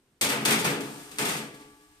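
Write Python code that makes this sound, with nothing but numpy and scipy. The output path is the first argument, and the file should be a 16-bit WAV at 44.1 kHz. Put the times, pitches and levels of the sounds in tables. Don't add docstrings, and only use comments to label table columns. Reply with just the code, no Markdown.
import sys
import numpy as np
from scipy import signal
from scipy.fft import rfft, irfft, next_fast_len
from scipy.io import wavfile

SR = 44100
rng = np.random.default_rng(int(sys.argv[2]) if len(sys.argv) > 2 else 0)


def gain_from_db(level_db):
    decades = np.asarray(level_db, float) / 20
    return 10 ** decades


def store_wav(level_fs):
    pcm = np.round(np.clip(np.atleast_2d(level_fs), -1, 1) * 32767)
    wavfile.write(sys.argv[1], SR, pcm.T.astype(np.int16))


N = 88200


def unit(x):
    return x / np.sqrt(np.mean(x ** 2) + 1e-20)


def along(points, hz):
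    point_hz, value = np.transpose(points)
    return np.interp(np.log(hz + 1), np.log(point_hz + 1), value)


def filtered(x, response):
    size = next_fast_len(x.shape[-1] + 8192)
    spectrum = rfft(x, size) * response(np.fft.rfftfreq(size, 1 / SR))
    return irfft(spectrum, size)[..., :x.shape[-1]]


def resonant(colour, peaks, lift_db):
    def gain(hz):
        modes = sum(gain_from_db(db) / (1 + (2 * (hz - centre) / width) ** 2) for centre, width, db in peaks)
        return gain_from_db(along(colour, hz)) * (1 + gain_from_db(lift_db) * modes)
    return gain


# pitch_hz, likeness [0-1]
LIKENESS = [(60, 0.78), (180, 1), (540, 0.86), (1600, 0.18), (5000, 0.13), (14000, 0.13)]


def stereo(pair, gain):
    def mid_side(hz):
        angle = np.arccos(np.clip(along(LIKENESS, hz), -1, 1)) / 2
        return gain(hz) * [np.cos(angle), np.sin(angle)]
    mid, side = filtered(pair, mid_side)
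    return unit(np.array([mid + side, mid - side]))


# pitch_hz, t60_s
DECAY = [(100, 0.52), (300, 0.91), (1000, 0.57), (3000, 0.56), (7000, 0.4), (14000, 0.31)]


def dying(gain, rise_s):
    noise = stereo(rng.standard_normal((2, SR)), gain)
    hz, frame_s, bands = signal.stft(noise, SR, nperseg=256)
    fade = gain_from_db(-60 * frame_s / along(DECAY, hz)[:, None])
    tail = signal.istft(bands * fade, SR, nperseg=256)[1][:, :SR]
    t = np.arange(SR) / SR
    first_push = gain_from_db(4.5 * np.exp(-t / 0.013))
    return tail * (1 - np.exp(-t / rise_s)) * first_push


def chatter(length_s):
    when = np.sort(rng.random(7))
    when -= when[0]
    luck_db = 4 * rng.standard_normal(7) * (when > 0)
    strength = gain_from_db(luck_db - 6 * when)
    strength /= np.linalg.norm(strength)
    taps = np.bincount((when * length_s * SR).astype(int), strength, minlength=SR)
    power_fade = gain_from_db(-120 * np.arange(SR) / SR / 0.006)
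    return np.abs(signal.fftconvolve(taps ** 2, power_fade)[:SR]) ** .5


# start_s, clack_db, clang_db, boom_db, chatter_s
BLOWS = [(0.2118, -23.5, -57, -32, 0.0049), (0.224, -29, -34, -33, 0.0068), (.24, -31.5, -29, -34, .02),
         (0.289, -30.5, -26, -38.5, 0.019), (.315, -52, -29.5, -29.5, .015), (.405, -63, -36.5, -30, 0.013),
         (0.4517, -23.5, -27, -36, 0.01), (.476, -33, -23.5, -27, 0.017), (.506, -26, -27, -26.5, 0.0092),
         (.522, -29.5, -26.5, -38, 0.014), (0.59, -31.5, -40, -35, 0.023), (0.6448, -30, -23.5, -25, 0.013),
         (0.699, -35.5, -52, -28, 0.031), (.8061, -42.5, -47, -45, 0.0017), (.84, -69, -49, -38, 0.039),
         (1.113, -48.5, -49.5, -47, 0.011), (1.1856, -31.5, -28.5, -34, 0.011),
         (1.205, -32.5, -34, -29, 0.039), (1.251, -32.5, -31.5, -34, 0.012),
         (1.285, -34.5, -30, -40.5, 0.036), (1.33, -40.5, -39.5, -35.5, 0.034),
         (1.365, -38, -50, -47, 0.014), (1.54, -54, -70, -68, 0.035), (1.596, -55.5, -55, -65.5, 0.046)]
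# pitch_hz, level_db [dB per Hz]
STEEL = [(500, -7.5), (1200, -11), (2300, -5.5), (3400, -4), (5700, -6), (8400, -8), (12000, -9.5),
         (14800, -10.5)]
# pitch_hz, width_hz, level_db
RIM_MODES = [(1974, 52, 8.5), (2230, 87, 3), (2440, 47, -1), (3330, 140, -2), (3510, 72, -1.5),
             (4640, 61, -2), (5060, 32, -18), (6700, 150, 1), (7900, 72, -2)]
# pitch_hz, level_db [dB per Hz]
PAN = [(300, -43), (560, -0.5), (900, 3), (1300, 5.5), (2300, 6.5), (3200, 0.5), (5000, -5.5), (9000, -8)]
# pitch_hz, level_db [dB per Hz]
BOX = [(40, -43), (100, -10.5), (135, -4.5), (250, -3.5), (480, -6), (600, -17.5), (1500, -11), (4000, -58)]
# pitch_hz, width_hz, level_db
OVEN_MODES = [(142.2, 13, -1), (167, 4.7, -5), (219.5, 5.3, 4.5), (276.6, 6.7, 4), (334.8, 6.4, -8),
              (403, 14, -7.5), (425, 4.7, -7.5), (486, 12, -3), (587, 13, -3.5), (676, 37, -6.5),
              (869, 65, -7), (1237, 35, -9.5), (1360, 15, -13), (2610, 360, -17)]


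def clatter():
    out = np.zeros((2, N + 2 * SR))
    steel = resonant(STEEL, RIM_MODES, lift_db=-2.5)
    pan = resonant(PAN, OVEN_MODES, lift_db=8.0)
    box = resonant(BOX, OVEN_MODES, lift_db=12.5)
    for start_s, clack_db, clang_db, boom_db, chatter_s in BLOWS:
        cracks = chatter(chatter_s) * unit(filtered(rng.standard_normal(SR), steel))
        clack = gain_from_db(11) * cracks + dying(steel, 0.00066 + 0.15 * chatter_s)
        clang = dying(pan, 0.0015 + 0.44 * chatter_s)
        boom = dying(box, rise_s=0.016)
        blow = gain_from_db(clack_db) * clack + gain_from_db(clang_db) * clang + gain_from_db(boom_db) * boom
        out[:, round(start_s * SR):][:, :SR] += blow
    return out[:, :N]


WIRE_RISE_S = 0.0027
# pitch_hz, level_db, t60_s
WIRES = [(130, -2, .6), (155, -3, .6), (227, -5, .6), (295, -1, 1.8), (308, -5, 2), (421, 0, 1.5),
         (683, -13, .7), (780, -13, 1.2), (862, -6, 1.4), (1158, -2, 1.8), (1405, -15, .8), (1689, -7, 3),
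         (2341, -14, 1.2), (2770, -13, 1.2)]


def wires(dull_db_per_khz):
    t = np.arange(2 * SR) / SR
    partner, beat_hz = 0.38, 8
    ring = np.zeros(2 * SR)
    for hz, level_db, t60_s in WIRES:
        luck_db, phase, detune, partner_phase = rng.standard_normal(4)
        split_hz = hz + beat_hz * (1 + 0.372 * detune)
        tone = np.sin(2 * np.pi * hz * t + 9 * phase)
        tone += partner * np.sin(2 * np.pi * split_hz * t + 9 * partner_phase)
        ring += gain_from_db(level_db + luck_db - dull_db_per_khz * hz / 1000 - 60 * t / t60_s) * tone
    return ring * (1 - np.exp(-t / WIRE_RISE_S))


# start_s, level_db, dullness_db_per_khz
SHAKES = [
    (0.2102, -62, 6),
    (.476, -41.5, 15),
    (0.6439, -41, 3),
    (1.1849, -42.5, 1),
    (1.593, -55.5, -0.5),
]


def rack():
    out = np.zeros(N + 2 * SR)
    damping = np.exp(-np.arange(2 * SR) / SR / WIRE_RISE_S)
    for start_s, level_db, dull_db_per_khz in SHAKES:
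        ringing = out[round(start_s * SR):][:2 * SR]
        ringing *= damping
        ringing += gain_from_db(level_db) * wires(dull_db_per_khz)
    return out[:N]


# time_s, level_db
SLIDE = [
    (.7, -89),
    (.82, -46.5),
    (1.0, -46.5),
    (1.15, -51),
    (1.3, -33),
    (1.5, -56),
    (1.751, -63.5),
    (2, -66.5),
]
# pitch_hz, level_db [dB per Hz]
RUB = [(290, -41), (500, -64), (618, -71), (683, -3), (1040, -6), (5480, -11.5), (8630, -13),
       (14800, -17.5)]


def slide():
    slips_per_s, uneven_db = 4000, 7.5
    slips = (rng.random((2, N)) < slips_per_s / SR) * rng.standard_normal((2, N))
    slips *= gain_from_db(uneven_db * rng.standard_normal((2, N)))
    hiss = 1.85 * rng.standard_normal((2, N))
    rub = stereo(unit(slips) + hiss, lambda hz: gain_from_db(along(RUB, hz)))
    time_s, level_db = np.transpose(SLIDE)
    return gain_from_db(np.interp(np.arange(N) / SR, time_s, level_db)) * rub


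# pitch_hz, level_db [dB per Hz]
HUSH = [(25, 6.5), (50, -6), (110, -9.5), (200, -13), (350, -12.5), (550, -23), (2000, -27), (14800, -38.5)]
# pitch_hz, lift_db
GATE = [(60, 11), (300, -6.5), (3000, 8), (12000, 8.5)]


def kitchen():
    t = np.arange(N) / SR
    room = gain_from_db(-61.5) * stereo(rng.standard_normal((2, N)), lambda hz: gain_from_db(along(HUSH, hz)))
    hum = gain_from_db(-82) * np.sin(2 * np.pi * 355 * t)
    shut = room + hum
    opened = filtered(shut, lambda hz: gain_from_db(along(GATE, hz)))
    return np.where(t < 0.21, shut, opened)


# pitch_hz, left_over_right_db
LEAN = [(60, 3), (240, 0.5), (930, 2.5), (3650, 1.0), (14300, 3.5)]


def scene():
    lag_s = 0.0002

    def near(hz):
        level = gain_from_db(np.outer([.5, -.5], along(LEAN, hz)))
        return level * np.exp(np.outer([1j, -1j], np.pi * hz * lag_s))
    return filtered(clatter() + rack() + slide(), near) + kitchen()


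def low_pass(x):
    return signal.sosfilt(signal.butter(12, 14930, fs=SR, output="sos"), x)


def record(dry):
    port_hz, port_width_hz, port_db = 8450, 800, 1
    bass_cut_hz, top_hz, top_slope_hz = 85, 14850, 90

    def microphone(hz):
        damping = 1j * hz * port_width_hz
        port = 1 + gain_from_db(port_db) * damping / (port_hz ** 2 - hz ** 2 + damping)
        bass_cut = (1j * hz / (bass_cut_hz + 1j * hz)) ** 2
        top = (1 - np.tanh((hz - top_hz) / top_slope_hz)) / 2
        return port * bass_cut * top
    mix = filtered(dry, microphone)
    return low_pass(mix)


dry = scene()
out = record(dry)
store_wav(out)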